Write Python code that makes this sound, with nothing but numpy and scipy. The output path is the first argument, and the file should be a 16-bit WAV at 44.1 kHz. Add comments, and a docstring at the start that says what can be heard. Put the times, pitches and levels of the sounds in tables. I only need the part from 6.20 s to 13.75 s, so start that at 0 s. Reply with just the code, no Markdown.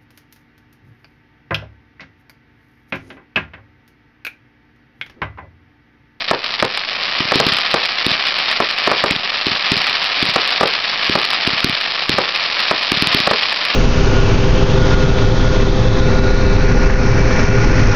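"""A firework battery fires into the night, heard outdoors on a small microphone that overloads.
Over a faint low drone, glittering trails crackle without pause: thousands of tiny paired impulses.
Almost at once shells burst overhead, dry band-limited bangs with echoes, and sharp snaps stand out.
The crackle builds up over the first second; from then on comets also leave their tubes with a crack
of gas noise, a thump, a building echo, a ringing tube and a rumble, until the end."""
import sys
import numpy as np
from scipy import signal
from scipy.fft import rfft, irfft, next_fast_len
from scipy.io import wavfile
from scipy.ndimage import uniform_filter1d, minimum_filter1d

SR = 44100
rng = np.random.default_rng(int(sys.argv[2]) if len(sys.argv) > 2 else 0)


def pcm_store(signal):
    """Save signal as 16-bit PCM."""
    levels = np.round(np.clip(np.atleast_2d(signal), -1, 1) * 32767)
    wavfile.write(sys.argv[1], SR, levels.astype(np.int16).T)


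N = 332955
TIME = np.arange(N) / SR
GROUND_ECHO_S = 0.001673
FULL_GLITTER_DB = -19  # crackle level of a full sky


def from_db(db):
    """Decibels to gain."""
    return 10 ** (np.asarray(db) / 20)


def rms_one(x):
    """Scale to unit rms."""
    return x / np.sqrt(np.mean(x ** 2) + 1e-20)


def colour(x, points):
    """Filter by a spectrum of (Hz, dB) points, interpolated over log frequency."""
    size = next_fast_len(N + 8192)
    hz, db = np.transpose(points)
    bins_hz = np.maximum(np.arange(size // 2 + 1) * SR / size, 1)
    gain = from_db(np.interp(np.log(bins_hz), np.log(hz), db))
    return irfft(rfft(x, size) * gain, size)[:N]


def coloured_noise(points):
    """Gaussian noise of a given spectrum, at unit rms."""
    return rms_one(colour(rng.standard_normal(N), points))


def clicks(times_s, heights):
    """One impulse at each time."""
    samples = np.maximum(np.round(times_s * SR), 0).astype(int)
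    return np.bincount(samples, heights, N)[:N]


def delayed(x, seconds):
    """The same sound, later."""
    return np.interp(TIME - seconds, TIME, x, left=0)


def dying(hits, t60_s):
    """An envelope that jumps at each impulse and dies away by 60 dB in t60_s."""
    return signal.lfilter([1], [1, -from_db(-60 / (t60_s * SR))], hits + 1e-18)


def wander(step_s):
    """A random value that glides to a new one over every step."""
    return np.interp(TIME / step_s, np.arange(4000), rng.standard_normal(4000))


def n_wave(hits, size=6):
    """A tiny explosion: two opposite impulses, size samples apart, further for a larger grain."""
    return delayed(hits, size / SR) - hits


def air():
    """The faint low drone of the night air: coloured noise."""
    # drone spectrum: pitch_hz, level_db
    drone_points = [(20, -7.5), (60, -7), (150, -3), (500, -9.5), (4000, -41)]
    return from_db(-51.0) * coloured_noise(drone_points)


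def glitter_db():
    """The level of the crackle at every moment: the slow trend, with the flares on top."""
    # trend of the crackle: time_s, level_db
    trend = [(0.0, -26.0), (0.22, -26.5), (0.3, -23), (0.62, -24.5), (0.76, -21), (1.28, -18), (1.55, -20),
             (1.9, -19), (2.7, -19), (3.1, -20.5), (3.44, -20), (3.6, -18), (4.1, -18), (4.75, -19.5),
             (5.3, -18.5), (5.85, -20.5), (6.42, -18.5), (6.6, -20.5), (6.92, -16.5), (7.55, -19.5)]
    # stars that flare up in a short rush of crackle: peak_s, rise_db
    flare_list = [(0.085, 3.5), (0.41, 2.5), (0.575, 4.5), (1.29, 2.5), (1.65, 2.5), (2.3, 2.5), (2.66, 3),
                  (3.33, 2.5), (3.52, 3), (4.08, 2), (4.84, 2.5), (5.15, 3), (6.4, 2), (7.23, 4.5),
                  (7.49, 2.5)]
    half_width_s = .021  # to 1/e of the rise
    flares = sum(db * np.exp(-((TIME - s) / half_width_s) ** 2) for s, db in flare_list)
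    return np.interp(TIME, *np.transpose(trend)) + flares


def sparks(times_s, heights, ground_db, spread):
    """Tiny explosions, each followed by a ground echo of random lag and loss."""
    chance = rng.standard_normal((len(times_s), 2))
    lag_s = GROUND_ECHO_S * np.exp(spread * chance[:, 0])
    echo_heights = heights * from_db(ground_db - 13.7 * np.abs(chance[:, 1]))
    return clicks(times_s, heights) + clicks(times_s + lag_s, echo_heights)


def grains(per_s, size_db, size_spread_db, ground_db):
    """Explosions at random moments, of random sizes up to that of a whole grain."""
    born = rng.random(N) < per_s / SR
    sizes = from_db(size_db - size_spread_db * np.abs(rng.standard_normal(N)))
    return sparks(TIME[born], sizes[born], ground_db, spread=0.05)


def crackle(clump_db):
    """Sharp pops stand out of a fizz of finer grains; a fuller sky mainly gives more pops."""
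    # spectrum of the fine grains and their scattered sound: pitch_hz, level_db
    fizz_points = [(30, -27), (100, -14.5), (200, -6.5), (400, -7.5), (700, 0), (1100, 2), (1600, 0.5),
                   (2500, 5.5), (3400, 0), (4500, 2.5), (6000, -1.5)]
    # pop rates in a full sky, before random clumping
    sharp_per_s, round_per_s, fine_per_s = 190, 105, 1800
    pop_db, pop_spread_db = 4, 6.0
    # the crackle swells and ebbs a little by chance
    swell_s, swell_db = .05, 0.25

    level_db = glitter_db() + swell_db * wander(swell_s)
    fullness_db = level_db - FULL_GLITTER_DB
    busy = from_db(1.2 * fullness_db + clump_db * wander(step_s=.004))
    size_db = pop_db + 0.44 * np.minimum(fullness_db, 0)
    sharp = grains(sharp_per_s * busy, size_db, pop_spread_db, ground_db=-1.5)
    round_pops = grains(round_per_s * busy, size_db + 1, pop_spread_db, ground_db=-1)
    fine = rms_one(grains(fine_per_s * busy, size_db=0.3 * fullness_db, size_spread_db=10.5, ground_db=-3.0))

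    # each pop scatters off the surroundings for a few milliseconds
    scatter_envelope = np.sqrt(dying(sharp ** 2 + round_pops ** 2, t60_s=0.023))
    scatter = from_db(-25.5) * rms_one(scatter_envelope * rng.standard_normal(N))
    # far crackle merges into a hiss
    hiss = from_db(-10) * from_db(level_db) * rng.standard_normal(N)
    fine_without_drift = fine - uniform_filter1d(fine, size=200)
    fizz = from_db(-20.0) * fine_without_drift + scatter + hiss
    return n_wave(sharp, size=5) + n_wave(round_pops, size=9) + colour(fizz, fizz_points)


def blast(hits, low_hz, high_hz, order):
    """Each impulse becomes a short band-limited pressure wave of the same height."""
    band = signal.butter(order, [low_hz, high_hz], "band", fs=SR, output="sos")
    height = np.abs(signal.sosfilt(band, signal.unit_impulse(SR // 10))).max()
    return -signal.sosfilt(band, hits + 1e-18) / height


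def thud(hits, hz):
    """A single swing of pressure that does not ring: one crest between two troughs."""
    phase = np.pi * hz * np.arange(-400, 401) / SR
    swing = (1 - 2 * phase ** 2) * np.exp(-phase ** 2)
    return signal.fftconvolve(hits, swing, "same")


def bursts():
    """A bang arrives directly, off the ground and off a wall, then scattered from further away."""
    # shells bursting, levels relative: start_s, bang_db, scatter_db, wall_delay_s
    shells = [(0.1118, 0, -10.5, 0.0045), (0.426, 0, -12.5, 0.0048), (1.12, -4.5, -15, 0.0051),
              (1.2009, -2, -15.5, 0.0061), (1.5416, -1, -14, 0.00498), (2.4026, -3, -15.5, 0.0044),
              (2.6748, -3, -11, 0.0045), (2.7154, -3.5, -16.5, 0.005), (2.8395, -2, -13.5, 0.0049),
              (4.1605, -2, -14, 0.0052), (4.4101, -2, -12, 0.004), (4.432, -1.5, -16, 0.005),
              (4.9546, -5, -13, 0.0049), (5.984, -3, -12.5, 0.0049), (6.5122, -2, -18, 0.0046),
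              (7.0738, -0.5, -24, 0.0052), (7.112, -1.5, -15, 0.0048)]
    # spectrum of a bang scattered by the surroundings: pitch_hz, level_db
    scatter_points = [(30, -42), (130, -10.5), (300, -7.5), (450, 2.5), (600, -3.5), (800, -3.5),
                      (1200, -6), (2000, -13.5), (5000, -34)]
    times_s, bang_db, scatter_db, wall_s = np.transpose(shells)
    heights = from_db(bang_db)
    hits = clicks(times_s, heights)

    bang = from_db(6.5) * blast(hits, low_hz=340, high_hz=1775, order=2)
    front = from_db(2) * n_wave(hits)  # the shock at the head of the wave
    ground = from_db(-2.5) * delayed(bang + front, GROUND_ECHO_S)
    wall_hits = clicks(times_s + wall_s, heights)
    wall = from_db(2.5) * blast(wall_hits, low_hz=248, high_hz=1200, order=2)
    body = from_db(-19.5) * thud(delayed(hits, 0.00053), hz=170)

    near = from_db(-12.5) * dying(delayed(hits, .005), t60_s=0.072)
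    far = from_db(-8.5) * dying(clicks(times_s + .018, from_db(scatter_db)), t60_s=0.23)
    scattered = (near + far) * coloured_noise(scatter_points)
    return bang + front + ground + wall + body + scattered


def snaps():
    """Larger grains of glitter crack singly, the random ones more often in a full sky."""
    # the snaps that stand out most, levels relative: start_s, level_db
    loud_snaps = [(0.2434, -2.5), (0.3402, -3), (0.4005, -5.5), (0.575, -1), (0.697, -4.5), (0.8309, -4),
                  (1.41, -2), (1.5145, -1), (1.6566, -1.5), (2.3276, -2), (2.5118, -1), (3.6974, -1),
                  (4.3066, -3), (4.4757, -0.5), (4.989, -1.5), (5.612, -2), (6.1607, -1.5), (6.4035, 0),
                  (6.9185, -5), (7.1971, -3.5), (7.4524, 0)]
    full_sky_per_s, size_db, size_spread_db = 13, -3.5, 1
    times_s, db = np.transpose(loud_snaps)
    loudest = sparks(times_s, from_db(db), ground_db=-3.5, spread=0.23)
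    per_s = full_sky_per_s * from_db(glitter_db() - FULL_GLITTER_DB)
    others = grains(per_s, size_db, size_spread_db, ground_db=0.5)
    return from_db(9.0) * n_wave(loudest + others)


def tube_ring(hits):
    """Each shot leaves the air column of its emptied tube sounding in decaying sines."""
    # modes of the tube: pitch_hz, level_db, t60_s
    modes = [(120, -31.5, 0.14), (266.5, -21.5, 0.27), (406, -24.5, 0.23)]
    t = TIME[:SR // 4]
    response = sum(from_db(db - 60 * t / t60_s) * np.sin(2 * np.pi * hz * t) for hz, db, t60_s in modes)
    return signal.fftconvolve(hits, response)[:N]


def launches():
    """The muzzle cracks, the lifting gas thumps, the tube rings, and a building throws the shot back."""
    # comets leaving tubes, levels relative: start_s, thump_db, crack_db, echo_delay_s, thump_pitch_hz
    comets = [(1.004, -13.5, -9, 0.048, 232), (1.156, -7.5, -8.5, 0.057, 265),
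              (1.2658, -9.5, -4, 0.057, 235), (1.8644, -10, -5.5, 0.051, 246), (2.909, -12, -5, 0.053, 230),
              (3.267, -11.5, -7, 0.049, 275), (3.5177, -9, -6, 0.05, 217), (4.0261, -11, -5, 0.062, 248),
              (4.8955, -9.5, -7, 0.057, 278), (5.274, -10.5, -5, 0.058, 240),
              (5.444, -7.5, -3.5, 0.0521, 233), (5.8936, -9, -7, 0.046, 268),
              (6.7186, -9, -6, 0.054, 266.8), (6.8227, -9.5, -3, 0.049, 227),
              (6.9464, -8.5, -1.5, 0.0554, 225)]
    # spectrum of the rumble that follows a launch: pitch_hz, level_db
    rumble_points = [(25, -20), (80, -18), (170, -8), (280, -15), (380, -6), (600, -38), (2000, -59)]
    times_s, thump_db, crack_db, echo_s, pitch_hz = np.transpose(comets)
    heights = from_db(thump_db)
    hits = clicks(times_s + 0.0021, heights)

    gas_puffs = sum(thud(clicks(np.array([s + 0.0027]), np.array([height])), hz)
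                    for s, height, hz in zip(times_s, heights, pitch_hz))
    thump = from_db(1) * gas_puffs + from_db(-20) * thud(hits, hz=95) + from_db(-34) * thud(hits, hz=34.4)
    # the echo has lost the top of the thump
    echo = from_db(-8.5) * thud(clicks(times_s + 0.0029 + echo_s, heights), hz=168)
    echo = echo + from_db(-12) * delayed(echo, 0.032)

    # the crack is a jet of gas, under two milliseconds long, with its echo
    jets = clicks(times_s + 0.00086, from_db(crack_db))
    jets = jets + clicks(times_s + 0.0009 + echo_s, from_db(crack_db - 5.0))
    jet_envelope = np.convolve(jets, signal.windows.tukey(84), "same")
    gas = rms_one(blast(rng.standard_normal(N), low_hz=2560, high_hz=5500, order=1))
    crack = from_db(1.5) * jet_envelope * gas

    rumble_envelope = dying(delayed(hits, 0.0074), t60_s=0.21)
    rumble = from_db(-18.5) * rumble_envelope * coloured_noise(rumble_points)
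    return thump + echo + crack + tube_ring(delayed(hits, 0.00293)) + rumble


def scene():
    """All the fireworks, at one microphone."""
    return (air() + crackle(clump_db=1.74) + bursts() + snaps() + launches())[None]


def limiter(x, threshold_db, lag_s):
    """The gain drops just after a bang and is held down for some twelve milliseconds."""
    level = np.sqrt(uniform_filter1d(x ** 2, size=220) + 1e-9)
    gain = minimum_filter1d(np.minimum(1, from_db(threshold_db) / level), size=400)
    reduction = 1 - uniform_filter1d(gain, size=90)
    return x * (1 - delayed(reduction, lag_s))


def record(dry):
    """A narrow-band microphone, a limiter too slow for the bangs, flattened peaks, an offset, the top cut."""
    # treble response of the microphone: pitch_hz, level_db
    response_points = [(4000, 2), (5000, 0), (5400, -4.5), (5700, -12), (6000, -21), (6350, -56.5),
                       (7000, -83)]
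    top, offset, cutoff_hz = .72, -.0028, 16000
    x = limiter(colour(dry[0], response_points), threshold_db=-8.5, lag_s=0.01)
    x = x / (1 + (x / top) ** 14) ** (1 / 14) + offset
    return colour(x, [(6000, 0), (11000, -3), (cutoff_hz, -5), (1.04 * cutoff_hz, -70)])[None]


dry = scene()
out = record(dry)
pcm_store(out)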